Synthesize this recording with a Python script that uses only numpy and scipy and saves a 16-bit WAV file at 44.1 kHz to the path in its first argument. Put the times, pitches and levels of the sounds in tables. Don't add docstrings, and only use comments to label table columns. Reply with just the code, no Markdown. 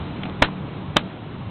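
import sys
import numpy as np
from scipy import signal
from scipy.fft import rfft, irfft
from scipy.io import wavfile
from scipy.ndimage import uniform_filter1d

SR = 44100
rng = np.random.default_rng(int(sys.argv[2]) if len(sys.argv) > 2 else 0)


def generate_wav(signal):
    frames = np.transpose(np.atleast_2d(signal))
    scaled = np.clip(frames, -1, 1) * 32767
    pcm = np.round(scaled).astype(np.int16)
    wavfile.write(sys.argv[1], SR, pcm)


N = 66150
MIC_TOP_HZ, TREBLE_HZ = 4166, 1500
BURST_SAMPLES, RISE_S = 8192, 0.001


def gain(db):
    return 10 ** (np.asarray(db) / 20)


def normalize(x):
    return x / np.sqrt(np.mean(x ** 2) + 1e-20)


def tone_db(table, hz):
    pitch_hz, level_db = np.transpose(table)
    return np.interp(np.log(hz + 1), np.log(pitch_hz + 1), level_db)


def level_at(table, t):
    return np.interp(t, *np.transpose(table))


def add(mix, start_s, sound):
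    part = mix[round(start_s * SR):][:len(sound)]
    part += sound[:len(part)]


def noise(tone, treble_db=0, size=BURST_SAMPLES):
    hz = np.fft.rfftfreq(size, 1 / SR)
    tilt_db = treble_db * np.tanh(np.log((hz + 1) / TREBLE_HZ))
    strength = gain(tone_db(tone, hz) + tilt_db) * (hz < 1.1 * MIC_TOP_HZ)
    return normalize(irfft(strength * np.exp(2j * np.pi * rng.random(len(hz))), size))


def steady(x):
    return x / np.sqrt(uniform_filter1d(x ** 2, 130) + 1e-9)


def drift(rate_hz):
    hz = np.fft.rfftfreq(N, 1 / SR)
    return normalize(irfft(rfft(rng.standard_normal(N)) * (hz > 0) / (1 + (hz / rate_hz) ** 4), N))


def lowpass(x, hz):
    return signal.fftconvolve(x, signal.firwin(301, hz, window=("kaiser", 8), fs=SR), "same")


# pitch_hz, level_db
AIR_TONE = [(10, -19.5), (35, -16), (70, -4.5), (150, 1), (230, -1.5), (290, -2), (400, -6), (520, -9.5),
            (1100, -12.5), (1800, -22), (3000, -22.5), (4200, -29.5)]
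# time_s, level_db
AIR_LOUDNESS = [(0, -1.5), (.3, 0.5), (.6, -1.5), (1, -2.5), (1.2, -3.5), (1.5, -4.5)]
# time_s, level_db
AIR_TREBLE = [(0, 5), (.32, -0.5), (.55, 0.5), (1.5, 3)]


def open_air():
    hz, t, spectrum = signal.stft(rng.standard_normal(N), SR, nperseg=2048, noverlap=1536)
    hz = hz[:, None]
    patches = uniform_filter1d(rng.standard_normal(spectrum.shape), size=14, axis=0)
    patches_db = 1.33 * normalize(uniform_filter1d(patches, size=5, axis=1))
    treble_db = hz ** 2 / (hz ** 2 + TREBLE_HZ ** 2) * level_at(AIR_TREBLE, t)
    level_db = tone_db(AIR_TONE, hz) + patches_db + treble_db + level_at(AIR_LOUDNESS, t)
    spectrum *= gain(level_db) * (hz < 1.1 * MIC_TOP_HZ)
    _, wash = signal.istft(spectrum, SR, nperseg=2048, noverlap=1536)
    return gain(-34.5) * normalize(wash[:N])


# cycles_per_turn, level_db
ENGINE_TONES = [(2, -50), (3, -44), (4, -39), (5, -38), (7, -48.5), (8, -52)]
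# time_s, level_db
ENGINE_LOUDNESS = [(0, 1), (.35, 0), (.95, -0.5), (1.15, -7.5), (1.5, -2.5)]


def far_engine(shaft_hz=37.62, waver=0.011, throb_db=5):
    turns = np.cumsum(shaft_hz * (1 + waver * drift(1.7))) / SR
    drone = np.zeros(N)
    for cycles_per_turn, level_db in ENGINE_TONES:
        throb = gain(throb_db * drift(13))
        tone = np.sin(2 * np.pi * (cycles_per_turn * turns + rng.random()))
        drone += gain(level_db) * normalize(throb * tone)
    return drone * gain(level_at(ENGINE_LOUDNESS, np.arange(N) / SR))


# pitch_hz, level_db
WIND_TONE = [(8, -12), (32, -7), (55, -5), (78, 3.5), (110, 12), (170, -3.5), (400, -47), (4000, -83.5)]
# time_s, level_db
WIND_GUSTS = [(0, -25), (.12, -59), (.2, -44.5), (.36, -34.5), (.6, -54), (.75, -43.5), (.9, -35),
              (1.08, -45), (1.27, -44), (1.5, -31)]


def wind():
    return noise(WIND_TONE, size=N) * gain(level_at(WIND_GUSTS, np.arange(N) / SR))


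# pitch_hz, level_db
SPARK_TONE = [(100, 8.5), (700, 4), (1500, -3.5), (3000, -10.5), (4200, -12)]
# start_s, level_db, ring_hz, ring_db, fade_s (time to drop 60 dB)
SPARK_SNAPS = [(0.2337, -21.5, 2870, 2, 0.024), (0.254, -24, 2350, -9, 0.037),
               (.2968, -23, 2900, -10, 0.0086), (0.4863, -20.5, 920, 19, 0.013)]


def sparks(ring_width_hz=350):
    out, t = np.zeros(N), np.arange(BURST_SAMPLES) / SR
    for start_s, level_db, ring_hz, ring_db, fade_s in SPARK_SNAPS:
        snap = steady(noise(SPARK_TONE))
        ring_filter = signal.iirpeak(ring_hz, ring_hz / ring_width_hz, SR)
        ring = steady(signal.lfilter(*ring_filter, snap))
        loudness = np.minimum(t / RISE_S, 1) * gain(level_db - 60 * t / fade_s)
        add(out, start_s, normalize(snap + gain(ring_db) * ring) * loudness)
    return out


def spit(length_s):
    fizz = steady(noise(SPARK_TONE))[:round(length_s * SR)]
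    return gain(-14.5) * fizz * np.linspace(.5, 1, len(fizz))


def air_push(t, level_db, push_s):
    return gain(level_db) * (1 - t / push_s) * np.exp(-t / push_s)


# pitch_hz, level_db
GAS_TONE = [(30, -7), (150, -3.5), (300, 0.5), (480, -5), (620, -13), (850, 1.5), (1300, -2), (1900, -1),
            (2450, -9.5), (3000, -3.5), (3700, -2.5), (4300, -13)]
# pitch_hz, level_db, fade_s (time to drop 60 dB)
RING_TONES = [(313, -11.5, .035), (610, -9, 0.026), (1267, -17, 0.037), (1692, -18, 0.037),
              (3024, -13.5, 0.03), (3620, -27, 0.045)]


def blast(t, hold_s, treble_db, gas_db=-9, fade_s=.018):
    gas = steady(noise(GAS_TONE, treble_db)) * gain(gas_db - 60 * np.maximum(t - hold_s, 0) / fade_s)
    ring = sum(gain(db - 60 * t / ring_s) * np.sin(2 * np.pi * hz * t) for hz, db, ring_s in RING_TONES)
    return gas + ring


# pitch_hz, level_db
SCATTER_TONE = [(30, 11.5), (200, 0), (600, -0.5), (1400, 3), (2000, -1.5), (2900, -0.5), (4200, -6)]


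def scatter(t, level_db, hold_s=0.015, fade_s=0.12):
    return noise(SCATTER_TONE) * gain(level_db - 60 * np.maximum(t - hold_s, 0) / fade_s)


# start_s, blast_db, hold_s, treble_db, push_db, push_s, thump_db, scatter_db, spit_s
FIRECRACKERS = [(.4220, 4.5, 0.0044, -2, 2.5, 0.00086, -13, -18.5, 0.00299),
                (0.967, 3.5, 0.0025, 1, -1, 0.0015, -26, -25.5, .0058)]


def firecrackers():
    out, t = np.zeros(N), np.arange(BURST_SAMPLES) / SR
    for start_s, blast_db, hold_s, treble_db, push_db, push_s, thump_db, scatter_db, spit_s in FIRECRACKERS:
        pop = air_push(t, push_db, push_s) + air_push(t, thump_db, push_s=.0045)
        pop += gain(blast_db) * blast(t, hold_s, treble_db)
        pop += scatter(t, scatter_db)
        add(out, start_s, pop * np.minimum(t / RISE_S, 1))
        add(out, start_s - spit_s, spit(spit_s))
    return out


# start_s, level_db, length_s
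FIRST_ECHO = (.4425, -19.5, .009)


def echo():
    out = np.zeros(N)
    start_s, level_db, length_s = FIRST_ECHO
    soft_edges = signal.windows.tukey(round(length_s * SR), .5)
    puff = steady(noise(SCATTER_TONE))[:len(soft_edges)]
    add(out, start_s, gain(level_db) * soft_edges * puff)
    return out


def scene():
    return (firecrackers() + echo() + sparks() + far_engine() + open_air() + wind())[None]


def record(dry):
    ceiling, hardness = .72, 8.3
    dull = lowpass(dry[0], MIC_TOP_HZ)
    flattened = dull / (1 + abs(dull / ceiling) ** hardness) ** (1 / hardness)
    return lowpass(flattened, hz=16000)[None]


dry = scene()
out = record(dry)
generate_wav(out)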